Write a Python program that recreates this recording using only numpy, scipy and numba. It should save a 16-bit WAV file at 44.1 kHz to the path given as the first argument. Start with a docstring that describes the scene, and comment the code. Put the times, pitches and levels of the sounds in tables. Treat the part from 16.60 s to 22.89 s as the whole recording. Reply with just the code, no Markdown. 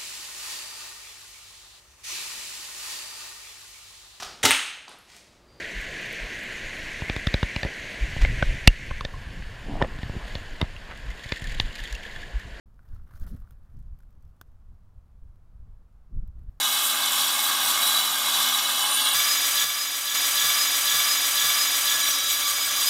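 """A wet tile saw cutting

A few metres away on a lawn, a saw grinds through concrete: a deep cut drags the motor down, then
the sound jumps to a light trim of a hand-held tile, whose opening stutters before it plays through.
Diamond grit chips the stone and rings the steel blade, water spray hisses and the geared motor hums."""
import sys
import numpy as np
from scipy import signal
from scipy.fft import rfft, irfft, next_fast_len
from scipy.io import wavfile
from scipy.ndimage import uniform_filter1d
from numba import njit

SR = 44100
rng = np.random.default_rng(int(sys.argv[2]) if len(sys.argv) > 2 else 0)


def master_out(mix):
    """Clip the mix to full scale and print it as 16-bit PCM to the path in sys.argv[1]."""
    frames = np.transpose(np.atleast_2d(mix))
    ceiling = np.clip(frames, -1, 1)
    pcm = np.round(ceiling * 32767).astype(np.int16)
    wavfile.write(sys.argv[1], SR, pcm)


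N = 277564

# How fast the blade spins as the load changes. Each row: time in seconds, turns per second.
CUT_SPIN = [(0, 81.2), (.95, 81.1), (1.25, 76.1), (1.55, 76.9), (1.8, 79.6), (2.2, 82.7), (2.38, 86.1),
            (2.54, 87.2)]
TRIM_SPIN = [(4.85, 100.9), (5.42, 99.5), (5.6, 97.6), (6.28, 96.9)]


def saw(t, deep):
    """One pass through the stone: the deep cut if deep is true, otherwise the light trim."""
    speed = follow(CUT_SPIN if deep else TRIM_SPIN, t) * (1 + 0.00095 * wander(t, 25.86))
    turns = np.cumsum(speed) / SR
    # faster spin stiffens the disc and raises its notes
    pitch = (speed / speed[:SR // 2].mean()) ** (0.0254 if deep else 0.14)
    rasp, ring, spray = effort(t, deep)
    strikes = grit(t, turns, deep, spread_db=2.0 if deep else 2.5)
    stone = stone_and_spray(t, turns, rasp, spray, deep)
    steel = blade(t, strikes, pitch, rasp, ring, spray, deep)
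    singing = ring * whine(t, pitch, deep)
    return stone + steel + singing + motor(t, speed, turns, deep)


# How hard the stone is pushed. Each row: time in seconds, relative level of the rasp in dB.
CUT_PRESSURE = [(0, -0.8), (.4, -0.3), (1.1, 1), (1.35, 1.5), (1.47, -1), (1.62, 0.8), (1.72, 1.1),
                (2.54, -0.5)]
TRIM_PRESSURE = [(4.85, 0.8), (5.25, 0.41), (5.42, 0.49), (5.62, -1.9), (5.9, -1.2), (6.28, -0.013)]
# Moments when the blade bites deeper. Each row: peak time in seconds, fade time in seconds,
# change of the spray in dB, change of the ringing in dB.
DEEP_BITES = [(.04, 0.1, 2, 2), (.26, .05, 5.5, -0.5), (.6, 0.067, 3, 2.5), (.85, 0.086, 2.5, 1),
              (1.07, 0.057, 3, 1.5), (1.28, 0.12, 3.5, 0), (1.82, 0.13, 2, 2.5), (1.99, 0.015, -2, 5),
              (2.2, 0.035, 1.5, 2), (2.42, 0.096, 0, 2), (4.86, 0.075, 5, 2.5), (5.02, 0.076, 4, 1),
              (5.18, 0.044, 4, -0.5), (5.3, 0.099, 4.2, 1.5), (5.49, .035, 4.2, 1.5), (5.71, 0.037, 5.2, 4),
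              (5.89, 0.034, 4.5, 3.5), (6.28, 0.14, 6.5, 1)]


def effort(t, deep):
    """Strength of rasp, ring and spray: pushing sets them, bites swell them, uneven stone shakes them."""
    push_db = follow(CUT_PRESSURE if deep else TRIM_PRESSURE, t)
    bite_ring_db = bite_spray_db = 0
    for peak, fade, spray_change, ring_change in DEEP_BITES:
        width = np.where(t < peak, 0.73 * fade, fade)  # rises faster than it fades
        swell = np.exp(-((t - peak) / width) ** 2)
        bite_ring_db += ring_change * swell
        bite_spray_db += spray_change * swell
    grain_hz = 31.83
    rasp_db = push_db + 0.16 * bite_ring_db + 0.5 * wander(t, grain_hz)
    ring_db = 0.74 * push_db + bite_ring_db + 0.44 * wander(t, grain_hz)
    spray_db = 0.11 * push_db + bite_spray_db + 0.58 * wander(t, grain_hz)
    return [unit(undb(db)) for db in (rasp_db, ring_db, spray_db)]


def grit(t, turns, deep, spread_db):
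    """Countless tiny chips of uneven size break off; the blade's high side bites harder once a turn."""
    wobble, chatter_db = (0.18, 0.56) if deep else (0.019, 0.5)
    noise = rng.standard_normal(len(t))
    sizes = np.repeat(rng.standard_normal(len(t) // 16 + 1), 16)[:len(t)]  # 16 samples a chip
    chips = noise * undb(spread_db * sizes)
    bite = np.exp(wobble * (np.cos(2 * np.pi * turns) + 0.5 * np.cos(4 * np.pi * turns)))
    return unit(chips * bite * undb(chatter_db * wander(t, 70)))


# The notes that ring in the buried blade and the tile (cut), and in the nearly free blade (trim).
# Each row: pitch in Hz, width in Hz (narrow rings longer), relative level in dB.
CUT_RINGING = [(837, 19, -47.5), (1127, 146, -36), (1234, 53, -45.5), (1507, 5.5, -51), (1615, 54, -38),
               (2186, 27, -41.5), (2998, 30, -34), (2990, 110, -41.5), (3292, 110, -34), (3404, 56, -36.5),
               (3536, 52, -35), (3828, 23, -37), (3910, 36, -42.5), (3926, 20, -39.5), (4050, 45, -35.5),
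               (4590, 35, -38.5), (4984, 86, -39), (5520, 64, -38), (5844, 69, -38), (6500, 85, -57),
               (6840, 110, -43), (7290, 20, -43), (7960, 49, -44), (8140, 340, -36.5), (8920, 80, -41.5),
               (9535, 110, -35), (11400, 330, -34), (11600, 130, -43.5), (12800, 170, -41.5),
               (14400, 400, -44)]
TRIM_RINGING = [(1159, 61, -38), (1322, 19, -45.5), (1682, 17, -39.5), (2270, 21, -43.5), (3064, 64, -39.5),
                (3310, 52, -36), (3538, 43, -31), (3840, 100, -34), (3853, 120, -36), (3970, 27, -37.5),
                (3954, 14, -41), (4032, 38, -37.5), (4624, 220, -37), (4920, 11, -45), (5010, 30, -35),
                (5800, 9.9, -48.5), (5790, 24, -34.5), (6130, 22, -37.5), (5940, 170, -53),
                (6770, 420, -33), (7918, 18, -46), (8000, 32, -41.5), (8940, 53, -56), (9430, 31, -39.5),
                (9780, 28, -44), (9940, 88, -57), (11780, 160, -39.5), (12240, 61, -34), (13600, 49, -38),
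                (14117, 22, -61)]


def blade(t, strikes, pitch, rasp, ring, spray, deep):
    """Grit rings the steel; the shifting contact favours one note, then another."""
    notes, swell_db, level_db = (CUT_RINGING, 0.43, -0.62) if deep else (TRIM_RINGING, 0.64, -2.5)
    out = 0
    for k, (hz, width, db) in enumerate(notes):
        strength = rasp if hz < 2750 else ring if hz < 7100 else spray
        contact = np.roll(strikes, 7 * k) * undb(swell_db * wander(t, 22))
        out += undb(db) * unit(resonate(contact * strength, hz * pitch, float(width)))
    return undb(level_db) * out


# The broad noise of breaking stone and water. Each row: frequency in Hz, relative level in dB.
CUT_NOISE = [(30, -90), (90, -90.5), (190, -84.5), (330, -73), (440, -90.5), (560, -71.5), (850, -70),
             (1200, -66.5), (1850, -76.5), (3500, -62), (4400, -73), (10500, -74), (14500, -68),
             (15700, -74)]
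TRIM_NOISE = [(30, -93), (80, -80), (190, -88.5), (280, -78), (420, -84.5), (560, -74.5), (900, -75),
              (1400, -69.5), (2600, -66.5), (3500, -68.5), (4300, -72), (8000, -70.5), (14000, -70.5),
              (15700, -76)]


def stone_and_spray(t, turns, rasp, spray, deep):
    """Coarse chips make the low rasp; fine grit and water make the high hiss."""
    spectrum, level_db = (CUT_NOISE, -1) if deep else (TRIM_NOISE, 0.3)
    chips = grit(t, turns, deep, spread_db=0.5 if deep else 2.5)
    broad = shimmer(colour(chips, spectrum), depth_db=7.0 if deep else 6.5, spacing_hz=44.8)
    coarse = signal.sosfiltfilt(signal.butter(2, 4000, fs=SR, output="sos"), broad)
    fine = broad - coarse
    return undb(level_db) * (coarse * rasp + fine * spray)


def shimmer(x, depth_db, spacing_hz):
    """The disc's many high notes carve narrow peaks and dips into the hiss."""
    size = next_fast_len(len(x))
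    hz = np.fft.rfftfreq(size, 1 / SR)
    ripple = np.interp(hz / spacing_hz, np.arange(2048), rng.standard_normal(2048))
    gain = undb(depth_db * np.clip(hz / 10000, 0, 1) * ripple)
    gain /= np.sqrt(uniform_filter1d(gain ** 2, len(hz) // 20))  # keeps the overall balance
    return irfft(rfft(x, size) * gain, size)[:len(x)]


# Thin, lasting tones of the rubbed rim. Each row: pitch in Hz, relative level in dB.
CUT_RIM_TONES = [(3892, -35.5), (4570, -55), (7230, -43), (7983, -58), (9012, -53), (9507, -56),
                 (11235, -59), (12936, -61)]
TRIM_RIM_TONES = [(1168, -45), (2277, -41), (3074, -42), (3329, -51), (4812, -39), (5026, -37), (5798, -50),
                  (6158, -41), (6818, -39), (7912, -58), (8165, -43), (8682, -47), (9108, -52), (9334, -40),
                  (10077, -74), (11750, -41.5), (12132, -62), (12665, -55), (13655, -56), (14765, -53)]


def whine(t, pitch, deep, waver_hz=4.44, flutter_db=5.0):
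    """Steady rubbing keeps the blade singing; its tones sag with speed and flutter as contact shifts."""
    out = 0
    for hz, db in CUT_RIM_TONES if deep else TRIM_RIM_TONES:
        phase = 2 * np.pi * np.cumsum(hz * pitch + waver_hz * wander(t, 111.1)) / SR
        flutter = undb(flutter_db * wander(t, 69.9))
        out += undb(db) * unit(flutter * np.sin(phase))
    return out


# Moments when the rim catches.
# Each row: peak time in seconds, rough length in seconds, pitch in Hz, level in dB.
RIM_CATCHES = [(1.156, 0.11, 1147, -38), (1.354, .17, 3934, -28.5), (2.327, .26, 2990, -35.5),
               (2.446, 0.19, 3310, -34), (2.404, .3, 9520, -32), (5.019, 0.21, 5026, -31.5),
               (5.383, 0.22, 1695, -36.5), (5.452, 0.04, 3960, -30), (5.55, 0.12, 5610, -37),
               (5.654, 0.23, 3900, -32), (5.862, 0.086, 1179, -35.5)]


def squeals(t, waver_hz, flutter_db):
    """Friction feeds a single note of the blade for a moment; it swells, wavers and dies."""
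    out = 0
    for peak, length, hz, db in RIM_CATCHES:
        phase = 2 * np.pi * np.cumsum(hz + waver_hz * wander(t, 120)) / SR
        level = undb(db + flutter_db * wander(t, 91.1))
        swell = np.exp(-2 * ((t - peak) / length) ** 2)
        out += level * swell * np.sqrt(2) * np.sin(phase)
    return out


# The hum of the drive. Each row: pitch as a multiple of the blade speed, level in dB at starting speed.
# The gear teeth meet 32 times per blade turn, and the motor turns 32 / 7 times.
CUT_MOTOR_TONES = [(2, -69), (3, -57), (4, -63.5), (10, -48), (12, -50), (18, -67), (19, -48), (20, -51),
                   (31, -51), (32, -46.5), (33, -52), (34, -60)]
TRIM_MOTOR_TONES = [(3 / 4, -73), (0.94, -67), (2, -71.5), (3, -57), (32 / 7, -64.5), (6, -57.5),
                    (13 / 2, -63.5), (8, -62), (17, -46), (33, -40.5)]


def motor(t, speed, turns, deep, waver_db=2.0):
    """Shaft, motor and gears hum unsteadily; the high tones grow much louder with speed."""
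    out = 0
    for multiple, db in CUT_MOTOR_TONES if deep else TRIM_MOTOR_TONES:
        swell = (speed / speed[0]) ** (7.1 * multiple / 32)
        level = undb(db + waver_db * wander(t, 14))
        phase = 2 * np.pi * (multiple * turns + rng.random())
        out += swell * level * np.sqrt(2) * np.sin(phase)
    return out


# One low thump: start in seconds, pitch in Hz, seconds to fade by 60 dB, level in dB.
LOW_THUMP = (4.85, 132, .2, -46)


def thump(t, rise_s=0.006):
    """A soft, low thump where the trim starts, heard again at each restart of the stutter."""
    start, hz, fade, db = LOW_THUMP
    age = np.maximum(t - start, 0)
    envelope = (1 - np.exp(-age / rise_s)) * np.exp(-np.log(1000) * age / fade)
    return undb(db) * envelope * np.sin(2 * np.pi * hz * age)


def undb(db):
    """Turn decibels into a gain to multiply by."""
    return 10 ** (np.asarray(db) / 20)


def unit(x):
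    """Scale a signal to an average (rms) level of 1."""
    return x / np.sqrt(np.mean(x ** 2))


def follow(table, t):
    """Join (time, value) rows with straight lines and read them at times t."""
    return np.interp(t, *np.transpose(table))


def wander(t, rate):
    """A smooth random drift of size about 1, with rate new values a second."""
    drift = np.interp((t - t[0]) * rate, np.arange(2048), rng.standard_normal(2048))
    return unit(uniform_filter1d(drift, max(int(SR / rate / 2), 1)))


def colour(x, points):
    """Shape white noise to follow (Hz, dB) points; it falls away below the first."""
    hz, db = np.transpose(points)
    size = next_fast_len(len(x))
    freqs = np.fft.rfftfreq(size, 1 / SR) + 1e-3
    gain = undb(np.interp(np.log(freqs), np.log(hz), db)) * np.minimum(freqs / hz[0], 1) ** 2
    return irfft(rfft(x, size) * gain * np.sqrt(SR / 2), size)[:len(x)]


@njit
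def resonate(x, hz, width):
    """A filter that rings at one note, whose pitch may move every sample."""
    out, band, low = np.empty(len(x)), 0., 0.
    for i in range(len(x)):
        tuning = np.tan(np.pi * hz[i] / SR)
        damping = np.pi * width / SR * (1 + tuning ** 2) / tuning  # keeps the width true in the treble
        out[i] = (band + tuning * (x[i] - low)) / (1 + tuning * (tuning + damping))
        band = 2 * out[i] - band
        low += 2 * tuning * out[i]
    return out


# The trim's stutter; each piece plays until the next begins.
# Each row: start in seconds, point on the trim's own clock that it plays from in seconds.
TRIM_PIECES = [(2.545, 4.845), (3.045, 4.845), (3.545, 5.045), (3.845, 4.845), (4.345, 4.845),
               (4.845, 4.845)]


def scene():
    """The deep cut, then the stuttering trim; both channels are alike."""
    t = np.arange(N) / SR
    cut_end, trim_start = round(2.545 * SR), round(4.845 * SR)
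    cut_t, trim_t = t[:cut_end], t[trim_start:]
    cut = saw(cut_t, deep=True)
    trim = saw(trim_t, deep=False)
    cut += squeals(cut_t, waver_hz=11.1, flutter_db=4.0)
    trim += squeals(trim_t, waver_hz=7.7, flutter_db=1.3) + thump(trim_t)
    out = np.pad(cut, (0, N - len(cut)))
    for k, (start, source) in enumerate(TRIM_PIECES):
        first = round(start * SR)
        piece = trim[round(source * SR) - trim_start:][:N - first]
        level_db = -5 if k == 1 else 0  # the second piece is quieter
        out[first:first + len(piece)] = piece * undb(level_db)
    return np.array([out, out])


def record(dry):
    """A steep filter removes the highest treble, above 15750 Hz."""
    return signal.sosfilt(signal.ellip(12, 0.1, 90, 15750, fs=SR, output="sos"), dry)


dry = scene()
out = record(dry)
master_out(out)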